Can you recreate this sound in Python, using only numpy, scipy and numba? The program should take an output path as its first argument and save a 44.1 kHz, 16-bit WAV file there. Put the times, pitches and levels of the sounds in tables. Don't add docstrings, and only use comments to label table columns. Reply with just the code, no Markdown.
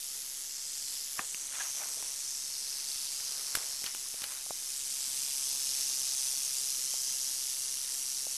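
import sys
import numpy as np
from scipy import signal
from scipy.fft import rfft, irfft
from scipy.io import wavfile
from scipy.ndimage import uniform_filter1d, map_coordinates
from numba import njit

SR = 44100
rng = np.random.default_rng(int(sys.argv[2]) if len(sys.argv) > 2 else 0)


def file_out(sig):
    cols = np.atleast_2d(sig).T
    lim = np.clip(cols, -1, 1)
    pcm = np.round(lim * 32767).astype(np.int16)
    wavfile.write(sys.argv[1], SR, pcm)


def attenuation_scalar(level_db):
    decades = np.asarray(level_db, float) / 20
    return 10 ** decades


N = 369116

# freq_hz, level_db (per Hz)
AIR_COLOUR = [(12, -47), (20, -2.5), (115, -13), (161, -17.5), (484, -11), (600, -18.5), (2200, -4),
              (4840, -63)]
AIR_DB = -61.5

# peak_s, level_db, centre_hz, fade_s
SCUFFS = [(1.2, -48.5, 1500, 0.034), (1.451, -63, 1400, 0.29), (1.55, -50.5, 1910, 0.049),
          (1.616, -45, 2300, .06), (1.82, -50, 1310, 0.078), (2.02, -61, 900, 0.11),
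          (3.4, -59.5, 1300, 0.32), (3.564, -38, 8500, 0.014), (3.59, -52.5, 1390, .12),
          (3.868, -46.5, 2840, .035), (4.24, -52.5, 2400, 0.09), (4.33, -56.5, 2010, .12)]
SCUFF_RISE = 0.62

SQUEAK_S, SQUEAK_LENGTH_S, SQUEAK_EDGE_S = 1.598, 0.022, 0.0035
SQUEAK_HZ, SQUEAK_SAG_HZ_PER_S, SQUEAK_DB = 1720, 5600, -37

# start_s, peak_db, wood_hz, crack_db (relative), thump_db (relative)
TWIGS = [(1.164, -51, 2210, -10, -20), (1.2125, -50, 990, 0, -8), (1.552, -38, 2500, -8, -19),
         (1.832, -46, 1150, -12, -17), (1.971, -42, 484, -12, -9), (3.589, -45, 2570, -10, -9),
         (3.82, -44, 520, -10, 2), (3.8405, -31, 6500, 4.5, -17), (3.862, -26.5, 3110, -10, -24),
         (4.06, -47, 1200, -8, -12), (4.141, -42, 453, 3, -10), (4.2185, -33.5, 6060, 4, -28),
         (4.241, -30, 3000, -2, -14), (4.319, -33.5, 6500, 0, -30)]
# start_s, peak_db, wood_hz, crack_db (relative), thump_db (relative)
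TICKS = [(1.3456, -32.5, 3040, 10, 1), (2.026, -35, 940, 2, -15), (3.201, -36, 1500, -6, -12),
         (3.573, -39.5, 1000, 11, 17), (3.8405, -39, 1200, 15, 16.5), (3.863, -27, 4700, -4, -18),
         (3.949, -34, 1310, 9, -17), (4.236, -30, 3400, 2, -24), (4.2402, -25, 4300, 1, -9),
         (4.464, -40, 746, -3, -16), (4.507, -27, 702, -3, -29), (6.94, -37.5, 706, -8, -6),
         (8.268, -36.5, 600, -11, -14)]
TWIG_RING_S, TICK_RING_S = 0.00362, 0.0011

# wood_hz, peak_db, ring_s, crack_db (relative), thump_db (relative)
KNOCK = [
    (217, -39, 0.0054, -30, -30),
    (790, -34, 0.0053, -30, -30),
    (1200, -23, 0.0034, -22, -23),
    (1780, -25, .0028, -30, -30),
    (2500, -34, .002, -30, -30),
]
# wood_hz, peak_db, ring_s, crack_db (relative), thump_db (relative)
BREAK = [
    (1630, -22.5, 0.00257, -8, -3),
    (3700, -25, 0.0033, -20, -30),
    (8000, -20, 0.0038, 1.5, -30),
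]
KNOCK_S, BREAK_S = 1.1915, 3.5518

# start_s, turns_hz
SWING = [
    (0, 136.4),
    (.9, 140.2),
    (2, 138.3),
    (3.1, 137.6),
    (4.1, 135.4),
    (4.6, 136.2),
    (6, 135.1),
    (6.4, 133.7),
    (7.2, 132.9),
    (8.37, 133.1),
]
# start_s, level_db, main_ring_hz, facing_db, leaf_dulling_db
RATTLE = [(0, -44.5, 5900, -1.5, -1.5), (.4, -46, 6050, -3, -0.5), (.6, -42.5, 5850, 1, 4),
          (.93, -43, 5600, -1.5, 1), (1.14, -45, 5900, -2, -2.5), (1.3, -44.5, 6340, -3, 3.5),
          (1.52, -43, 6230, 0, 2), (1.65, -39, 6200, 2.5, -0.5), (1.93, -42.5, 5900, -1.5, 0.5),
          (2.3, -40, 6080, 2, 1), (2.65, -41, 5720, 1.5, 0.5), (2.95, -40, 5660, 1, 0),
          (3.7, -41.5, 5730, 0.5, -0.5), (4.45, -44.5, 6120, -1.5, -0.5), (5, -40, 5900, -1.5, 0.5),
          (5.75, -36, 5920, 0.5, 0), (7.2, -37, 6000, 1, -0.5), (8.37, -39.5, 6000, 0.5, -1)]

# centre (Hz), pitch spread (0-1), ring length (cycles)
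SHOULDER, LOW_RING = (4743, 0.098, 3.6), (3713, 0.19, 3.6)
THUD, EDGE_RING = (2060, 0.52, 0.74), (12430, 0.084, 7.1)
GROUND = (460, 0.55, 1.46)
MAIN_CYCLES, UPPER, TOP = 6.5, (0.081, 7.5), (0.061, 7.9)
EARLY_UPPER_HZ, UPPER_HZ, TOP_RING_HZ, DRIFT = 7620, 8230, 10286, 0.014
LOW_DB, SHOULDER_DB, UPPER_DB, TOP_DB = -11, -8, -2.5, -4
THUD_DB, EDGE_DB, GROUND_DB, SWAY_DB = -10.5, -4.5, -21.5, 0.6
LOW_DB_PER_KHZ = -3.5
SQUARE_HZ = 5900
SPREAD, NARROW_PER_KHZ, NARROWEST, WIDEST = 0.107, 0.068, 0.03, 0.13
NEARER_S, FAR_REST_DB, NEAR_REST_DB = 5.15, -6.5, -9.5
SHIFT_S, CLEAR_S, EARLY_THUD_DB, EARLY_EDGE_DB = 1.17, 2.15, -1, 2
SCREEN_DB, SCREEN_NARROWS = -1, 0.033

# delay_ms, level_db
BRUSH = [
    (.75, -22),
    (1.12, -22),
    (1.65, -25),
    (2.3, -23),
    (3.3, -25),
]
BRUSH_DRIFT_MS = 0.09


def level(x, db):
    return x * attenuation_scalar(db) / np.sqrt(np.mean(x ** 2))


def curve(table):
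    s, *columns = np.transpose(table)
    return [np.interp(np.arange(N) / SR, s, column) for column in columns]


def fade(start_s, end_s):
    return np.interp(np.arange(N) / SR, [start_s, end_s], [1, 0])


def wander(hold_s):
    hold = int(hold_s * SR)
    smooth = uniform_filter1d(rng.standard_normal(N), hold)
    return level(uniform_filter1d(smooth, hold), 0)


@njit
def grains(s, hz, cycles, size):
    y = np.zeros(N)
    for k in range(len(s)):
        decay = hz[k] / cycles[k] / SR * 1.4
        turn = np.exp(2j * np.pi * hz[k] / SR - decay)
        start = int(s[k] * SR)
        late = start - s[k] * SR + 1
        z = 2 * size[k] * turn ** late
        rise, rise_step = np.exp(-3 * decay * late), np.exp(-3 * decay)
        for i in range(max(start + 1, 0), min(N, start + int(7 / decay))):
            y[i] += (1 - rise) * z.imag
            z *= turn
            rise *= rise_step
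    return y


def air():
    hz, db = np.transpose(AIR_COLOUR)
    bins_hz = np.arange(N // 2 + 1) * SR / N
    colour = attenuation_scalar(np.interp(np.log(bins_hz + 1), np.log(hz), db))
    noise = irfft(rfft(rng.standard_normal(N)) * colour, N)
    swell = level(uniform_filter1d(rng.standard_normal(N), 6000), 0)
    return level(noise * attenuation_scalar(0.78 * swell), AIR_DB)


def scuff(count=1400):
    out = np.zeros(N)
    for peak_s, db, hz, fade_s in SCUFFS:
        place, pitch_a, size, pitch_b = rng.random((count, 4)).T
        along = 2 * place - 1
        s = peak_s + 1.6 * fade_s * along * np.where(along < 0, SCUFF_RISE, 1)
        pitch = np.minimum(hz * np.exp(1.44 * (pitch_a + pitch_b - 1)), 0.45 * SR)
        size_db = -2.5 * np.log(size) - 13.7 * np.abs(along)
        crunch = grains(s, pitch, 2.0 + 0 * s, attenuation_scalar(size_db) * pitch ** 0.75)
        sounding = crunch[crunch != 0]
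        out += crunch / np.sqrt(np.mean(sounding ** 2)) * attenuation_scalar(db - 2)
    return out


def squeak():
    t = np.arange(N) / SR - SQUEAK_S
    shape = np.clip(np.minimum(t, SQUEAK_LENGTH_S - t) / SQUEAK_EDGE_S, 0, 1)
    wobble = 1 + 1.5 * uniform_filter1d(rng.standard_normal(N), 60)
    tone = np.sin(2 * np.pi * t * (SQUEAK_HZ - SQUEAK_SAG_HZ_PER_S * t / 2))
    return shape * attenuation_scalar(SQUEAK_DB) * wobble * tone


def twigs():
    snaps = [(*row, TWIG_RING_S) for row in TWIGS]
    snaps += [(*row, TICK_RING_S) for row in TICKS]
    for s, branch in ((KNOCK_S, KNOCK), (BREAK_S, BREAK)):
        snaps += [(s, db, hz, crack_db, thump_db, ring_s) for hz, db, ring_s, crack_db, thump_db in branch]
    out = np.zeros(N)
    t = np.arange(4096) / SR
    modes = np.array([0.985, 1.37, 0.922, 1.45])
    shares = np.array([0.63, -0.37, 0.2, 0.35])
    ground = np.exp(-t / 0.0031) * np.sin(2 * np.pi * 190 * t)
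    thump = np.exp(-t / 0.0001) + 0.017 * ground
    for s, db, hz, crack_db, thump_db, ring_s in snaps:
        ring_s = max(ring_s, 0.0004)
        slips = s + ring_s * np.arange(len(modes)) / 9
        cycles = np.maximum(1.5, 0.81 * ring_s * hz * modes)
        out += attenuation_scalar(db) * grains(slips, hz * modes, cycles, shares)
        burst = 0.5 * np.exp(-(t / ring_s) ** 2) + 0.1 * np.exp(-t / ring_s / 4)
        fibres = rng.standard_normal(len(t)) * burst
        i = int(s * SR)
        out[i:i + len(t)] += attenuation_scalar(db + crack_db) * fibres + attenuation_scalar(db + thump_db) * thump
    return out


def tail_knocks(count=36, lead=-0.3, hold=0.36, onset=0.14, bunch=0.39, jitter=0.0402):
    turns = np.cumsum(curve(SWING)[0]) / SR
    turn_count = int(turns[-1]) + 2
    turn = np.repeat(np.arange(turn_count), count)
    place = np.tile(np.arange(count) / count, turn_count) - 0.5
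    place = place + jitter * rng.standard_normal(len(turn))
    s = np.interp(turn + place, turns, np.arange(N) / SR, -1, 99)
    rest_db = np.interp(s, [NEARER_S - 0.4, NEARER_S + 0.4], [FAR_REST_DB, NEAR_REST_DB])
    off_turn = np.maximum((lead - place) / onset, (place - lead - hold) / bunch)
    graze_db = rest_db * np.clip(off_turn, 0, 1.4) ** 2
    turn_db = 0.19 * np.repeat(rng.standard_normal(turn_count), count)
    uneven_db = 0.33 * (-1.0) ** turn
    return s, turn_db + uneven_db + graze_db


def rattle(knock_db=2.0, own_db=1.5):
    s, force_db = tail_knocks()
    hardness = rng.standard_normal(len(s))
    force_db = force_db + knock_db * hardness
    at = np.clip((s * SR).astype(int), 0, N - 1)
    main_db, main_hz, facing_db, tilt_db = curve(RATTLE)
    early = fade(SHIFT_S, SHIFT_S + 0.1)
    screened = (1 - early) * fade(CLEAR_S - 0.2, CLEAR_S + 0.17)

    khz = (main_hz - SQUARE_HZ) / 1000
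    rest = main_db - facing_db
    main_spread = SPREAD - NARROW_PER_KHZ * khz - SCREEN_NARROWS * screened
    main_spread = np.clip(main_spread, NARROWEST, WIDEST)
    upper_hz = UPPER_HZ + early * (EARLY_UPPER_HZ - UPPER_HZ)
    upper_hz = upper_hz * (1 + DRIFT * wander(0.21))
    top_hz = TOP_RING_HZ * (1 + DRIFT * wander(0.21))
    low_db = rest + LOW_DB + LOW_DB_PER_KHZ * khz * (1 - early)
    top_db = rest + TOP_DB - tilt_db
    rings = [((main_hz[at], main_spread[at], MAIN_CYCLES), main_db),
             (SHOULDER, rest + SHOULDER_DB + SCREEN_DB * screened),
             (LOW_RING, low_db),
             (THUD, low_db + THUD_DB + EARLY_THUD_DB * early),
             ((upper_hz[at], *UPPER), rest + UPPER_DB + tilt_db / 2),
             ((top_hz[at], *TOP), top_db),
             (EDGE_RING, top_db + EDGE_DB + EARLY_EDGE_DB * early),
             (GROUND, low_db + GROUND_DB)]
    out = np.zeros(N)
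    for (hz, spread, cycles), db in rings:
        detune, own = rng.standard_normal((2, len(s)))
        pitch = np.minimum(hz * np.exp(spread * detune), 0.45 * SR)
        size = np.sign(detune * hardness) * attenuation_scalar(force_db + own_db * own)
        ring = level(grains(s, pitch, cycles + 0 * s, size), 0)
        out += ring * attenuation_scalar(db + SWAY_DB * wander(0.061))
    return out


def brush(x):
    now = np.arange(N)
    out = x.copy()
    for ms, db in BRUSH:
        delay = (ms + BRUSH_DRIFT_MS * wander(0.58)) * SR / 1000
        out += attenuation_scalar(db) * map_coordinates(x, [now - delay], mode="mirror")
    return out


def scene():
    mix = air() + scuff() + squeak() + twigs() + brush(rattle())
    return mix[None]


def band_limit(x):
    return signal.sosfilt(signal.butter(12, 13250, fs=SR, output="sos"), x)


def record(dry):
    top_cut = signal.ellip(10, 0.2, 70, 13310, fs=SR, output="sos")
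    mix = signal.sosfilt(top_cut, dry) - 0.0005
    return band_limit(mix)


dry = scene()
out = record(dry)
file_out(out)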